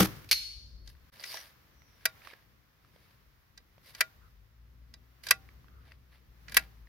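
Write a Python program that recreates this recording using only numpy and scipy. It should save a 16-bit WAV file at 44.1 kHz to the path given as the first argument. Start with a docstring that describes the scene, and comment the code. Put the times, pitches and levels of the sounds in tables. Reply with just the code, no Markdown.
"""Rubber bands twang outdoors, a ball strikes far metal, then metal parts slide, snap, tick and squeak.
A rail slingshot's release is swelling tones and noise; the plate rings and a clay bank scatters it back.
Hands slide an aluminium stock along two rods: grainy noise and rattles, coloured by the metal's ringing.
Wind on the microphone ports and camera hiss are shaped noise; a far engine, heard later, is a few sine
tones. The whole level dips briefly near 1.1 s, where the steady hiss also steps up."""
import sys
import numpy as np
from scipy import signal
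from scipy.fft import rfft, irfft, next_fast_len
from scipy.io import wavfile
from scipy.ndimage import uniform_filter1d, map_coordinates

SR = 44100
rng = np.random.default_rng(int(sys.argv[2]) if len(sys.argv) > 2 else 0)


def log_audio(samples):
    """Write samples as a 16-bit WAV file to the path given in sys.argv[1]."""
    # one column per channel
    frames = np.atleast_2d(samples).T
    # limit to full scale, then quantise
    limited = np.clip(frames, -1, 1)
    pcm = np.round(limited * 32767).astype(np.int16)
    wavfile.write(sys.argv[1], SR, pcm)


N = 303760  # length of the sound [samples]

# The brief dip in level: (bottom reached [s], rise begins [s])
DIP = (1.102, 1.118)
# Ringing of the stock and rods: (pitch [Hz], relative level [dB], time to fall 60 dB [s])
STOCK_MODES = [(485, -20, 0.088), (647, -18.5, 0.12), (777, -32, 0.35), (1138, -21.5, 0.13),
               (1415, -21.5, 0.14), (1601, -6.5, 0.039), (1814, -23, 0.07), (1962, -5, 0.053),
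               (2355, -11.5, 0.063), (2624, -19, 0.084), (3170, -17, 0.041), (3700, -40, .17),
               (3890, -18, .055), (4190, -15.5, 0.021), (4700, -14.5, 0.039), (4800, -17.5, 0.06),
               (5400, -22, .03), (7940, -30.5, 0.057), (10700, -24, .035)]
# Colour of metal rubbing and of ticks: (frequency [Hz], relative level [dB per Hz])
SCRAPE_COLOUR = [(180, -41), (300, -10), (406, -14.5), (541, -3), (784, -10), (975, -7), (1510, -8),
                 (1640, -1.5), (3280, -7.5), (4910, -6), (7240, -24.5), (10300, -13), (14200, -15),
                 (16000, -26), (16800, -71)]


def amp(db):
    """Turns a level in dB into a plain multiplier."""
    return 10 ** (np.asarray(db) / 20)


def unit(x):
    """Scales x to an average strength (rms) of 1."""
    return x / np.sqrt(np.mean(x ** 2) + 1e-20)


def along(points, hz):
    """Reads a (frequency, value) table between its points, on a log frequency axis."""
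    f, v = np.transpose(points)
    return np.interp(np.log(hz + 1), np.log(f + 1), v)


def curves(rows, outside=None):
    """Draws one value per sample for each column after the time."""
    s, *cols = np.transpose(rows)
    return [np.interp(np.arange(N) / SR, s, c, outside, outside) for c in cols]


def wobble(rate):
    """Makes a smooth random curve with rate random points a second."""
    knots = rng.standard_normal(int(N * rate / SR) + 4)
    return map_coordinates(knots, [np.arange(N) * rate / SR])


def fade(db, t60):
    """Makes a level that dies away from the start, falling 60 dB in t60 seconds."""
    return amp(db - 60 * np.arange(N) / SR / t60)


def sides(pan_db):
    """Gives left and right gains whose difference is pan_db."""
    return amp([[pan_db / 2], [-pan_db / 2]])


def add(track, s, piece):
    """Mixes a piece into a track at time s, cutting off what runs past the end."""
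    at = round(s * SR)
    track[..., at:at + piece.shape[-1]] += piece[..., :track.shape[-1] - at]


def filtered(x, response):
    """Filters x by multiplying its spectrum by a response of frequency."""
    m = 2 * next_fast_len(N // 2 + SR // 2)  # spare room so that ringing does not wrap to the start
    return irfft(rfft(x, m) * response(np.fft.rfftfreq(m, 1 / SR)), m)[..., :N]


def causal(points, hz):
    """Makes a filter of the given colour that answers only after a blow (minimum phase), mean power 1."""
    cepstrum = irfft(np.maximum(along(points, hz), -60) * np.log(10) / 20)
    # folding the second half onto the first puts the answer after the blow
    cepstrum[1:len(cepstrum) // 2] *= 2
    cepstrum[len(cepstrum) // 2 + 1:] = 0
    h = np.exp(rfft(cepstrum))
    return h / np.sqrt(np.mean(np.abs(h) ** 2))


def ringing(modes, hz):
    """Adds up the responses of damped vibrations, each set swinging by a blow."""
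    total = 0
    for k, (centre, db, t60) in enumerate(modes):
        damping = 1j * hz * np.log(1000) / np.pi / t60
        strength = (-1) ** k * amp(db) * SR / np.pi * centre
        total = total + strength / (centre * centre - hz * hz + damping)
    return total / 2


def pair(alike):
    """Makes left and right white noise, as alike at each frequency as the table says."""
    def turn(hz):
        return np.arccos(np.clip(along(alike, hz), -1, 1)) / 2

    mid, side = filtered(rng.standard_normal((2, N)),
                         lambda hz: np.array([np.cos(turn(hz)), np.sin(turn(hz))]))
    return np.array([mid + side, mid - side])


def burst(t60, rise):
    """Shapes one rattling contact: a quick rise, then a fall of 60 dB in t60 seconds."""
    t = np.arange(SR // 8) / SR
    return amp(-60 * t / abs(t60)) * (1 - np.exp(-t / rise)) ** 2.7


def air():
    """Wind rumbles on the ports under camera hiss; the release's echo dies away and sleeves rustle."""
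    # wind, before gusts and the overall gain: (time [s], deep rumble level [dB], low rumble level [dB])
    wind_levels = [(0.0, -61, -70), (0.55, -60.5, -72), (0.92, -56.5, -68.5), (1.3, -77.5, -72.5),
                   (1.6, -69, -69.5), (3.1, -72, -70.5), (3.4, -67.5, -73.5), (3.9, -72.5, -69.5),
                   (4.3, -63.5, -72.5), (4.8, -64, -69.5), (5.18, -72, -69.5), (5.6, -63.5, -66),
                   (6.35, -66.5, -69.5), (6.6, -64, -59.5), (6.89, -59, -69)]
    # colour of the rumble: (frequency [Hz], relative level [dB per Hz])
    rumble_colour = [(12, -54.5), (20, -18.5), (34, -10), (54, 3), (92, -4), (127, -5.5), (182, -12.5),
                     (600, -26), (780, -42), (1320, -120)]
    # colour of the hiss: (frequency [Hz], relative level [dB per Hz])
    hiss_colour = [(180, -33), (300, -13), (532, -8.5), (588, -11), (640, -9.5), (927, -7.5), (1060, -5),
                   (2050, -6.5), (2260, -9), (3220, -12.5), (5530, -14.5), (8280, -27), (14700, -13),
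                   (15700, -17.5), (16800, -42.5)]
    # likeness of the noise at the two ports: (frequency [Hz], left-right likeness [-1 to 1])
    port_likeness = [(60, .88), (300, 0.44), (1400, 0), (15000, 0)]
    # steady hiss before its wobble: (level until the dip [dB], level from then on [dB])
    hiss_levels = (-78, -74)
    # sleeve rustles before the wobble: (middle [s], level [dB], slope on either side [dB/s])
    sleeve_moves = [(1.33, -58.5, 44.5), (2.19, -64.5, 45.5), (3.09, -73, 30.5), (4.03, -62, 60.5),
                    (5.42, -68.5, 29), (6.6, -63.5, 54)]

    def deep_part(hz):
        return 1 / (1 + (hz / 92) ** 8)

    t = np.arange(N) / SR
    deep_db, low_db = curves(wind_levels)
    noise = pair(port_likeness)
    deep = unit(filtered(noise, lambda hz: amp(along(rumble_colour, hz)) * deep_part(hz)))
    low = unit(filtered(noise, lambda hz: amp(along(rumble_colour, hz)) * (1 - deep_part(hz))))
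    hiss = unit(filtered(pair(port_likeness), lambda hz: amp(along(hiss_colour, hz))))
    # rumble and hiss of the release echo die away
    deep_level = amp(deep_db) + fade(-42.5, 0.34)
    low_level = amp(low_db) + fade(-36.5, 0.6)
    echo_hiss = fade(-40.5, 0.55) + fade(-58, 1.7)  # a fast fade with a slow end
    rustle = sum(amp(db - slope_db * np.abs(t - s)) for s, db, slope_db in sleeve_moves)
    hiss_level = amp(np.where(t < DIP[0], *hiss_levels)) + echo_hiss + rustle
    gust = amp(2.5 * wobble(7))
    rumble = deep_level * deep + low_level * low
    return amp(0.68) * sides(3.2) * gust * rumble + hiss_level * amp(0.34 * wobble(5.1)) * hiss


def release():
    """Slack bands flap, each swing swelling and dying as a tone, while pouch and air hiss away."""
    # flapping bands: (pitch [Hz], peak level before panning [dB], half the time to the peak [s])
    band_swings = [(189.6, -18, .009), (312.8, -31.5, .015), (500, -31, 0.0054), (773.5, -30, 0.0018),
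                   (118, -32.5, .01), (40, -41, .012), (81, -35, 0.012)]
    # colour of the air and pouch noise: (frequency [Hz], relative level [dB per Hz])
    whip_colour = [(180, -27), (300, -4), (497, -9.5), (708, -18), (784, -9.5), (992, -17.5), (1300, -8.5),
                   (2420, -16), (5910, -17), (7120, -25), (13000, -16), (15700, -28), (16800, -70)]
    # air and pouch noise before its wobble: (time [s], level [dB])
    whip_levels = [(0.0, -21), (0.046, -32.5), (0.09, -56.5), (0.28, -69.5)]
    t = np.arange(N) / SR
    twang = np.zeros(N)
    for k, (hz, db, swell) in enumerate(band_swings):
        stage = t / swell / 2  # reaches 1 at the peak of the swing
        shape = (stage * np.exp(1 - stage)) ** 2
        twang += amp(db) * shape * np.sin(2 * np.pi * hz * t - 1.9 * k - 1.6)
    noise = pair([(300, 0.95), (2000, 0.47), (8000, .1)])
    whip = unit(filtered(noise, lambda hz: amp(along(whip_colour, hz))))
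    level = amp(curves(whip_levels, outside=-120)[0] + 4.4 * wobble(150))
    add(level, .003, amp(-18) * burst(0.0075, 0.0012))  # a short extra puff
    return twang * sides(2.4) + whip * level


def strike():
    """The ball smacks the plate, whose vibrations ring on; the bank scatters the sound back."""
    # a faint tick, the ball's hit, then a short sharp echo:
    # (time [s], relative level [dB], rattle's time to fall 60 dB [s])
    hit_sounds = [(0.2903, -48, 0.065), (0.313, -17, .065), (0.3286, -22, 0.013)]
    # the struck plate: (pitch [Hz], relative level [dB], time to fall 60 dB [s])
    plate_modes = [(2630, -15, 0.042), (3905, -19, .2), (4158, -12, 0.4), (4352, -12.5, .55),
                   (4178, -20, 0.3), (4390, -19, 0.42), (4990, -24, .3), (4912, -25, .3),
                   (5512, -14, 0.041), (5946, -22.5, 0.26), (11030, -28, .15), (11634, -28, 0.2)]
    # broad colour of the strike: (frequency [Hz], relative level [dB per Hz])
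    smack_colour = [(120, -68), (200, -38), (1250, -27.5), (1430, -20), (2400, -11.5), (3540, -14),
                    (4260, -4.5), (4590, -6.5), (6530, -18.5), (7030, -26), (11600, -16.5), (15300, -24.5),
                    (16800, -59.5)]
    # the bank's answer: (frequency [Hz], time to fall 60 dB [s])
    bank_decay = [(500, 0.18), (2000, 0.49), (4500, .9), (8000, 0.64), (15000, .38)]
    rattle, clicks = np.zeros(N), np.zeros(N)
    for s, db, t60 in hit_sounds:
        add(rattle, s, amp(db) * burst(t60, 0.00026))
        clicks[round(s * SR)] = amp(db + 16)
    blows = clicks + rattle * pair([(1500, 0.888), (5000, 0.72), (9000, .1)])
    smack = amp(3.5) * filtered(blows, lambda hz: causal(smack_colour, hz))
    plate = amp(-21.5) * filtered(clicks, lambda hz: ringing(plate_modes, hz)) * sides(1.1)
    near = smack + plate
    # noise that dies at a different speed at each frequency
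    hz, t, z = signal.stft(rng.standard_normal((2, SR)), SR, nperseg=256)
    dying = z * amp(-60 * t / along(bank_decay, hz)[:, None])
    tail = signal.istft(dying, SR, nperseg=256)[1]
    # bushes and stones next to the plate send a quick bright scatter first
    bright_noise = np.diff(rng.standard_normal(tail.shape), prepend=0)
    quick = bright_noise * amp(-60 * np.arange(tail.shape[1]) / SR / .13)
    answer = amp(-12) * tail / np.linalg.norm(tail[0]) + amp(-8.5) * quick / np.linalg.norm(quick[0])
    add(near, 0, signal.fftconvolve(near[:, :SR], answer, axes=1))
    return near


def slide():
    """Rods and hands rub: grainy noise sets the metal ringing, with its own brightness in each stroke."""
    # (start [s], rise [s], hold [s], fall [s], level of the low part [dB], treble above that level [dB])
    strokes = [(.85, 0.022, 0.031, .06, -68, 9), (1.10, 0.031, 0.089, .06, -62, 2.5),
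               (1.2, .06, 0.059, .05, -53.5, 10.5), (1.3, 0.034, 0.036, .06, -52.5, 6),
               (1.37, 0.021, 0.047, .1, -59.5, 6.5), (1.88, 0.21, .012, .004, -61, -2.5),
               (2.058, .14, 0.044, .04, -65, -10), (2.229, 0.026, 0.048, .035, -54.5, -3),
               (2.3, 0.021, .015, .13, -59.5, -10), (2.8, 0.18, .12, .18, -70.5, 0.06),
               (3.83, 0.034, 0.049, .014, -61.5, 7.5), (3.932, .008, 0.057, .011, -61.5, 4.5),
               (3.97, .033, .006, .004, -53.5, -3.5), (5.232, 0.0055, .014, .03, -60, 11.5),
               (5.25, 0.054, .011, .004, -50.5, 0.95), (5.8, 0.095, .03, .04, -61.5, -8),
               (6.09, 0.042, 0.022, .08, -65, -4.5), (6.465, .018, 0.027, .03, -60, -4),
               (6.513, 0.007, .015, .012, -58, 3), (6.542, 0.00594, .021, .004, -47.5, 5.5),
               (6.586, .011, 0.036, .06, -56, -5)]
    level, bright = np.zeros(N), np.zeros(N)
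    for start, rise, hold, fall, peak_db, bright_db in strokes:
        full, until, end = start + np.cumsum([rise, hold, fall])
        # a stroke starts 14 dB and ends 18 dB under its peak
        shape = [(start, peak_db - 14), (full, peak_db), (until, peak_db), (end, peak_db - 18)]
        db, = curves(shape, outside=-120)
        level += amp(db)
        bright += amp(db + bright_db)
    grain = amp(2.5 * wobble(300) + 0.8 * wobble(50))
    grit = grain * pair([(800, 0.89), (3000, 0.61), (8000, 0.041)])
    rub = unit(filtered(grit, lambda hz: causal(SCRAPE_COLOUR, hz)
                        + amp(-32.0) * ringing(STOCK_MODES, hz)))
    low = filtered(rub, lambda hz: 1 / (1 + (hz / 3500) ** 4))
    return level * low + bright * (rub - low)


def catch():
    """The catch snaps and drags over notches: short rattles whose spot on the rods decides what rings."""
    # (time [s], relative level [dB], thud, edge and top against that level [dB each],
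    #  struck spot [0-1], left-right difference [dB])
    notch_hits = [(0.874, -49.5, 2, 20.5, 7, .3, 0), (0.89, -59.5, -12, 22, 7, .2, 5.5),
                  (1.2372, -28.5, -16, 8, -10.5, .06, 2.5), (1.34, -37.5, 11, 12, -6.5, .25, -6),
                  (1.3693, -29.5, -11, 3, -9, .2, -0.5), (2.0535, -11.5, -9, 4.5, 6, .29, 0),
                  (3.575, -41, -7.5, 11.5, -2, .2, -1.5), (3.9473, -35, -15, 7.5, 0.2, .3, -3),
                  (4.006, -6.5, -12.5, 0.8, -0.1, .31, 1), (4.9375, -42, -3.5, 13, -0.5, .2, -1.5),
                  (5.235, -39.5, -6.5, 8.5, -0.5, .06, -7), (5.2666, -27, -8.5, 7.5, 1.4, .24, -2),
                  (5.2854, -28, -16, 10.5, 0.1, .27, -5), (5.3074, -4.5, -11.5, 3, 3, .44, -1.13),
                  (6.4812, -33.5, -18, 1, -21.5, .3, -5.5), (6.494, -42.5, -5.5, 9, 2, .3, -1.5),
                  (6.5192, -32.5, -9, 5, 2.5, .28, -1), (6.5429, -23, -16, 3.5, 4, .4, -2.5),
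                  (6.567, -2.5, -14.5, -1.5, 5, .42, -0.1), (6.592, -32.5, -1.5, 2.5, 1.5, .3, -1)]
    # broad colour of a contact: (frequency [Hz], relative level [dB per Hz])
    snap_colour = [(59, -59.5), (100, -27), (325, -8.5), (568, -9), (783, -6), (991, -3), (1370, -11.5),
                   (1660, -2), (3510, -12.5), (4950, -10), (7280, -18.5), (9220, -18.5), (10700, -10),
                   (15100, -17), (16800, -34)]
    force, ring = np.zeros((4, 2, N)), np.zeros((2, N))  # four bands of force: thud, body, edge, top
    t = np.arange(SR // 4) / SR
    hz, mode_db, mode_t60 = np.transpose(STOCK_MODES)[:, :, None]
    order = np.arange(1, len(STOCK_MODES) + 1)[:, None]
    for s, db, thud_db, edge_db, top_db, spot, pan_db in notch_hits:
        t60 = .037 + .00025 * db  # [s] softer snaps are shorter
        levels = amp(db + np.array([thud_db, 0, edge_db, top_db]))
        # the treble of the rattle dies sooner
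        shapes = np.array([burst(t60 * k, .0016) for k in (0.88, 0.87, 0.8, 0.63)])
        add(force, s, (levels[:, None] * shapes)[:, None] * sides(pan_db))
        band_level = levels[np.searchsorted([1150, 3400, 7500], hz)]
        share = (0.18 + np.abs(np.sin(np.pi * spot * order))) * band_level
        # the higher the mode, the less its phase agrees between the ports
        phase = rng.uniform(0, 2 * np.pi, hz.shape) + rng.standard_normal((2,) + hz.shape) * hz / 2600
        modes = share * amp(mode_db - 60 * t / mode_t60) * np.sin(2 * np.pi * hz * t + phase)
        swell = 1 - np.exp(-t / 0.0045)
        add(ring, s, amp(-4) * modes.sum(1) * swell * sides(pan_db))
    edges = [np.log(370), np.log(1150), np.log(3400), np.log(7500), 20]  # band edges, log Hz; 20 = no top

    def step(hz, edge):
        return 1 / (1 + np.exp(-12 * (np.log(hz + 1) - edge)))

    noise = pair([(800, 0.35), (1800, 0.45), (3000, 0.4), (8000, 0.17)])
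    push = sum(filtered(f * noise, lambda hz: step(hz, edges[k]) - step(hz, edges[k + 1]))
               for k, f in enumerate(force))
    # the hands take a dull jolt
    push = push + amp(-9.0) * filtered(force[0] * noise, lambda hz: 1 - step(hz, edges[0]))
    return ring + amp(1.5) * filtered(push, lambda hz: causal(snap_colour, hz))


def ticks():
    """Fingers and loose parts tick: each is a short tone at one pitch inside a puff of noise."""
    # (time [s], relative level [dB], pitch [Hz], left-right difference [dB])
    tick_list = [(0.951, -54.5, 1550, 8), (0.968, -59.5, 3530, 5), (1.197, -38, 4840, -10.5),
                 (1.21, -38, 4650, 1), (1.226, -40, 2030, -5), (1.382, -41, 5920, 6),
                 (1.819, -52, 2080, -12), (2.219, -44.5, 2410, -7), (2.272, -33.5, 1170, -11),
                 (2.3017, -42, 2230, -9), (2.333, -43, 440, 0), (2.336, -41, 1780, -13),
                 (2.847, -51, 1280, -3.5), (2.961, -46.5, 523, -5), (3.603, -57, 466, -5),
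                 (3.78, -47.5, 570, -4), (5.489, -44.5, 2260, -2), (5.643, -53, 1133, -8),
                 (5.683, -50, 1570, -9), (5.919, -37.5, 1890, 6), (6.131, -53, 1930, -6),
                 (6.147, -52, 1897, -3), (6.871, -49.5, 1880, 3)]
    tone, puff = np.zeros((2, N)), np.zeros((2, N))
    t = np.arange(SR // 8) / SR
    t60 = 0.0093  # [s] fall of the tone by 60 dB
    for s, db, hz, pan_db in tick_list:
        cycles = burst(t60, 0.00026) * np.sin(2 * np.pi * hz * t)
        add(tone, s, amp(db + 1.5) * cycles * sides(pan_db))
        add(puff, s, amp(db + 0.5) * burst(1.2 * t60, 0.00073) * sides(pan_db))
    puff = puff * pair([(800, 0.87), (3000, 0.45), (8000, 0.0053)])
    return tone + filtered(puff, lambda hz: causal(SCRAPE_COLOUR, hz) / (1 + 1j * hz / 6000) ** 2)


def nearby(x):
    """The holder's body and the ground return a short, slightly dull blur, made from fading noise."""
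    blur = rng.standard_normal((2, SR // 8)) * amp(-60 * np.arange(SR // 8) / SR / 0.11)
    back = signal.oaconvolve(x, blur / np.linalg.norm(blur[0]), axes=1)[:, :N]
    return x + amp(-16.0) * filtered(back, lambda hz: 1 / (1 + 1j * hz / 4500))


def squeaks():
    """Metal rubbing on metal whistles thinly: narrow gliding bands of noise swell and fade."""
    # (start [s], end [s], start pitch [Hz], end pitch [Hz], level before the swell [dB])
    whistles = [(1.249, 1.335, 5388, 4220, -47.5), (1.303, 1.435, 5650, 5770, -50.5),
                (1.321, 1.48, 1710, 1697, -59), (1.697, 2.05, 5840, 5605, -73),
                (4.194, 4.3, 1350, 1307, -67), (5.676, 5.896, 1310, 1312, -68.5)]
    out = np.zeros((2, N))
    span = int(SR / 260 / 2)  # smoothing length for a band roughly 260 Hz wide
    for s, end, hz, end_hz, db in whistles:
        n = round((end - s) * SR)
        turn = 2 * np.pi * np.cumsum(np.linspace(hz, end_hz, n)) / SR
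        noise = rng.standard_normal((2, 2, SR))[..., :n]
        a, b = uniform_filter1d(uniform_filter1d(noise, span), span)  # slow noise widens the tone
        whistle = unit(a * np.sin(turn) + b * np.cos(turn))
        add(out, s, amp(db) * np.sqrt(np.hanning(n)) * whistle)
    return out


def engine():
    """A far engine hums: an unsteady firing tone with weak overtones at whole multiples."""
    # before wobbles and overtone gains: (time [s], firing pitch [Hz], level [dB])
    firing = [(4.17, 51.89, -79.5), (4.35, 51.77, -62), (4.63, 57.9, -59.5), (4.9, 60.15, -59.5),
              (5.34, 63.93, -71), (5.51, 63.4, -61), (6.2, 63.77, -63), (6.46, 56, -61), (6.62, 56, -58),
              (6.89, 55.9, -56.5)]
    hz, _ = curves(firing)
    db = curves(firing, outside=-120)[1]
    turn = 2 * np.pi * np.cumsum(hz * (1 + .01 * wobble(4.3))) / SR
    orders = [(1, 5), (2, -7), (3, -20), (4, -19)]  # (multiple of the firing pitch, gain [dB])
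    hum = sum(amp(g + 1.7 * wobble(17)) * np.sin(k * turn) for k, g in orders)
    return amp(db) * hum * sides(3)


def scene():
    """Mixes all sources and turns them down together through the brief dip."""
    t = np.arange(N) / SR
    falling, rising = (DIP[0] - t) / .002, (t - DIP[1]) / 0.011  # fall in 2 ms, rise in 11 ms
    live = np.clip(np.maximum(falling, rising), .05, 1)
    handling = slide() + nearby(catch() + ticks()) + squeaks()
    return live * (air() + release() + strike() + handling + engine())


def record(dry):
    """The camera keeps nothing at or above its band limit of 16900 Hz."""
    return filtered(dry, lambda hz: hz < 16900)


dry = scene()
out = record(dry)
log_audio(out)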